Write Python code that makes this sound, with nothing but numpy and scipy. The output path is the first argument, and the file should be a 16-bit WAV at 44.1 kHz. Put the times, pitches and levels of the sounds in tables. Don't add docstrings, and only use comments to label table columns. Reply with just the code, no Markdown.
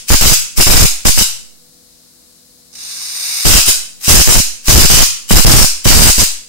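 import sys
import numpy as np
from scipy import signal
from scipy.fft import rfft, irfft, next_fast_len
from scipy.io import wavfile
from scipy.ndimage import uniform_filter1d, map_coordinates

SR = 44100
rng = np.random.default_rng(int(sys.argv[2]) if len(sys.argv) > 2 else 0)


def output_pcm(signal):
    pcm = np.clip(np.atleast_2d(signal).T, -1, 1) * 32767
    wavfile.write(sys.argv[1], SR, np.round(pcm).astype(np.int16))


N = 285768
EARLY = SR // 2
TIME = np.arange(-EARLY, N) / SR


def amp(db):
    return 10 ** (np.asarray(db) / 20)


def unit(x):
    return x / np.sqrt(np.mean(x ** 2) + 1e-20)


def along(points, hz):
    point_hz, values = np.transpose(points)
    return np.interp(np.log(hz + 1), np.log(point_hz + 1), values)


def bell(hz, centre, width):
    return np.exp(-((hz - centre) / width) ** 2)


def filtered(x, response):
    length = x.shape[-1]
    size = next_fast_len(length + SR // 2)
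    hz = np.fft.rfftfreq(size, 1 / SR)
    return irfft(rfft(x, size) * response(hz), size)[..., :length]


def coloured(x, spectrum, tilt):
    def response(hz):
        balance = np.outer([.5, -.5], along(tilt, hz))
        return amp(along(spectrum, hz) + balance)
    return unit(filtered(x, response))


def wobble(rate):
    points = rng.standard_normal(int(len(TIME) * rate / SR) + 4)
    return map_coordinates(points, [np.arange(len(TIME)) * rate / SR])


# frequency in Hz, peak level in dB before the hum's overall trim.
HUM = [(161.5, -62.5), (204.6, -65.5), (247.6, -60), (323.0, -69.5), (489.9, -63), (689.1, -71.5)]
# frequency in Hz, relative level in dB per Hz.
FLOOR = [(15, -50), (25, -8), (101, -10), (129, -24.5), (152, -8.5), (246, -16), (289, -14), (322, -11.5),
         (457, -21), (495, -11), (537, -16.5), (782, -22), (2700, -25.5), (4040, -13.5), (15500, -23)]
# frequency in Hz, left minus right in dB.
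FLOOR_TILT = [(500, 2), (2000, -2.5), (4300, -5), (6500, 8), (9000, 14.5), (15000, 6.5)]


def background(hum_trim_db, hiss_db, waver):
    hum = sum(amp(db) * np.sin(2 * np.pi * hz * TIME + waver * wobble(4.14)) for hz, db in HUM)
    hiss = coloured(rng.standard_normal((2, len(TIME))), FLOOR, FLOOR_TILT)
    return amp(hum_trim_db) * hum + amp(hiss_db) * hiss


# strike time in seconds, first arc length in seconds, lull in seconds,
# second arc length in seconds, fizz lead before the first arc in seconds, jolt of the first arc in dB.
BURSTS = [(-.44, 0.11, 0.053, 0.11, .02, -4), (.104, 0.045, .062, 0.13, .028, 3.5),
          (.579, 0.049, .040, 0.19, 0.018, 0.5), (1.053, 0.044, 0.08, 0.047, 0.0062, 1),
          (3.452, 0.14, .084, 0.021, .006, -3), (4.08, 0.14, .055, 0.13, 0.068, -1),
          (4.683, .180, .036, .138, 0.043, 1), (5.308, 0.1, .041, 0.2, 0.027, 3),
          (5.856, 0.25, .075, .055, 0.019, -0.5)]
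FIRST_ARC_DB, SECOND_ARC_DB = -3.5, -5.5
SECOND_LEAD_S = 0.036
SECOND_JOLT_DB, JOLT_DB_PER_S = -11, 57


def arcs():
    for strike, first, lull, second, lead, jolt_db in BURSTS:
        yield strike, strike + first, lead, FIRST_ARC_DB, jolt_db
        restrike = strike + first + lull
        second_jolt_db = SECOND_JOLT_DB + JOLT_DB_PER_S * second
        yield restrike, restrike + second, SECOND_LEAD_S, SECOND_ARC_DB, second_jolt_db


def ticks(rate, scatter_db, max_lag_s):
    count = int(rate * len(TIME) / SR)
    when, place = rng.random((2, count))
    sizes = amp(scatter_db * rng.standard_normal(count))
    shifts = np.outer([1, -1], place - .5) * max_lag_s * SR
    arrivals = when * len(TIME) + shifts
    return np.array([np.bincount(ear.astype(int) % len(TIME), sizes, len(TIME)) for ear in arrivals])


def wander(x, patchy_db):
    grid = signal.stft(x, nperseg=512)[2]
    patches = rng.standard_normal(grid.shape[1:])
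    patches = uniform_filter1d(patches, size=4, axis=0)
    patches = uniform_filter1d(patches, size=12, axis=1)
    patchy = signal.istft(grid * amp(patchy_db * unit(patches)), nperseg=512)[1]
    return unit(patchy[:, :x.shape[1]])


# frequency in Hz, relative level in dB per Hz.
SPARK = [(290, -22.5), (650, -16.5), (1200, -12.5), (2000, -10), (2800, -2), (3700, -3), (5300, 1),
         (7000, 1.5), (8700, -1), (10200, -5.5), (13000, -5), (15500, -7)]
# frequency in Hz, left minus right in dB.
TILT = [(500, -1), (2500, -2), (4500, -2.5), (6800, -1.5), (9000, 6.5), (11500, 5.5), (15000, 3.5)]


def sparks(fizz_db, swell_db, linger_s, flicker_db, snap_db, snap_s):
    level = np.zeros(len(TIME))
    for strike, end, lead, db, _ in arcs():
        swell = fizz_db - swell_db * ((strike - TIME) / lead) ** 2
        snap = snap_db * np.exp(-np.abs(TIME - strike) / snap_s)
        fall = -20 * np.maximum(TIME - end, 0) / linger_s
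        shape = np.where(TIME < strike, swell, snap)
        level = np.maximum(level, amp(db + shape + fall))
    stream = coloured(ticks(rate=1400, scatter_db=3.5, max_lag_s=.0003), SPARK, TILT)
    return level * amp(flicker_db * wobble(90)) * wander(stream, patchy_db=2)


STRIKE_S = 0.0031


def jolts(rate, relax_s, level_db, scatter_db, strike_db):
    strength = np.zeros(len(TIME))
    jumps = rng.random(len(TIME)) < rate / SR
    for strike, end, _, _, db in arcs():
        burning = (TIME >= strike) & (TIME < end)
        kick = strike_db * np.exp(-(TIME[burning] - strike) / STRIKE_S)
        strength[burning] = amp(db + level_db + kick)
        jumps[np.searchsorted(TIME, strike)] = True
    signs = rng.choice([-1, 1], len(TIME))
    voltage = strength * signs * amp(scatter_db * rng.standard_normal(len(TIME)))
    last = np.maximum.accumulate(np.where(jumps & (strength > 0), np.arange(len(TIME)), 0))
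    return voltage[last] * np.exp(-(TIME - TIME[last]) / relax_s)


def pickup(coupling_hz, slew_hz, surge_db):
    swings = np.array([jolts(rate=180, relax_s=0.07, level_db=-3.0, scatter_db=3.0, strike_db=1.5)
                       for _ in range(2)])
    spikes = np.array([jolts(rate=340, relax_s=0.00009, level_db=2, scatter_db=7.5, strike_db=6.5)
                       for _ in range(2)])
    rounded = filtered(swings, lambda hz: slew_hz / (slew_hz + 1j * hz))
    wires = rounded + spikes * amp(surge_db * wobble(50))
    return filtered(wires, lambda hz: (1j * hz / (coupling_hz + 1j * hz)) ** 2)


# frequency in Hz, relative level in dB per Hz.
FIZZ = [(290, -41), (500, -29.5), (1010, -23.5), (1900, -19.5), (2290, -10), (2930, -15.5), (3100, -29),
        (3480, -8.5), (5130, -7), (6830, -8.5), (7670, -19), (8600, -9.5), (10500, -18), (13400, -17.5),
        (15500, -26)]
# frequency in Hz, left minus right in dB.
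FIZZ_TILT = [(500, 2), (2000, -4), (4000, -2), (6500, -7), (8500, 13.5), (11000, 13), (15000, 12.5)]
CORONA_START_S, CORONA_END_S = 2.717, 3.448
CORONA_START_DB, CORONA_DB_PER_S = -29.5, 17.5
CATCH_DB, SPUTTER_DB, CATCH_S = -17, 8, 0.035


def corona(flicker_db, widen, rasp_hz):
    age = np.clip(TIME, CORONA_START_S, CORONA_END_S) - CORONA_START_S
    level = CORONA_START_DB + CORONA_DB_PER_S * age
    catching = np.exp(-age / CATCH_S) * (CATCH_DB + SPUTTER_DB * wobble(200))
    alight = (TIME > CORONA_START_S) & (TIME < CORONA_END_S)
    fizz = coloured(ticks(rate=3200, scatter_db=0.5, max_lag_s=.0004), FIZZ, FIZZ_TILT)

    def treble_and_rasp(hz):
        return 1 / (1 + (10000 / (hz + 1)) ** 12) + bell(hz, rasp_hz, 425)
    held_back = amp(widen * (level - level.max())) - 1
    fizz = fizz + filtered(fizz, treble_and_rasp) * held_back
    return alight * amp(level + catching + flicker_db * wobble(70)) * fizz


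# frequency in Hz, time to fade by 60 dB in seconds.
ROOM = [(300, 0.44), (2000, 0.5), (5000, 0.46), (9000, 0.45), (15000, 0.28)]


def room(x, direct_db, walls_db, walls_t60, tail_db):
    hz, t, grid = signal.stft(rng.standard_normal((2, SR * 3 // 4)), SR, nperseg=256)
    fade = amp(-60 * t / along(ROOM, hz)[:, None])
    tail = signal.istft(grid * fade, SR, nperseg=256)[1]
    t = np.arange(tail.shape[1]) / SR
    scatter = rfft(rng.standard_normal(tail.shape) * amp(-60 * t / walls_t60))
    colourless = scatter / uniform_filter1d(np.abs(scatter), size=500)
    walls = irfft(colourless, len(t)) * (t < walls_t60)
    answer = amp(tail_db) * tail / np.linalg.norm(tail[0])
    answer += amp(walls_db) * walls / np.linalg.norm(walls[0])
    answer[:, 0] += amp(direct_db)
    return signal.fftconvolve(x, answer, axes=1)[:, :len(TIME)]


def ports(x, notch_hz, width_hz, depth_db, ring_hz, ring_width_hz, ring_db):
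    def response(hz):
        boost = ring_db * bell(hz, ring_hz, ring_width_hz)
        return amp(boost - depth_db * bell(hz, notch_hz, width_hz))
    return filtered(x, response)


def scene():
    discharge = sparks(fizz_db=-6.5, swell_db=23.0, linger_s=0.017, flicker_db=2.5, snap_db=1.5, snap_s=0.012)
    discharge = discharge + corona(flicker_db=0.5, widen=0.62, rasp_hz=2300)
    air = room(discharge, direct_db=-4.0, walls_db=-4.5, walls_t60=0.023, tail_db=-3.0)
    air = air + background(hum_trim_db=0.5, hiss_db=-45.9, waver=.15)
    air = ports(air, notch_hz=3280, width_hz=350, depth_db=3.5, ring_hz=5124, ring_width_hz=260, ring_db=3.0)
    sound = air + pickup(coupling_hz=3.3, slew_hz=345, surge_db=1.5)
    return sound[:, EARLY:]


def record(dry, top=0.83, hardness=8, band_limit_hz=15750):
    clipped = dry / (1 + np.abs(dry / top) ** hardness) ** (1 / hardness)
    return filtered(clipped, lambda hz: hz < band_limit_hz)


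dry = scene()
out = record(dry)
output_pcm(out)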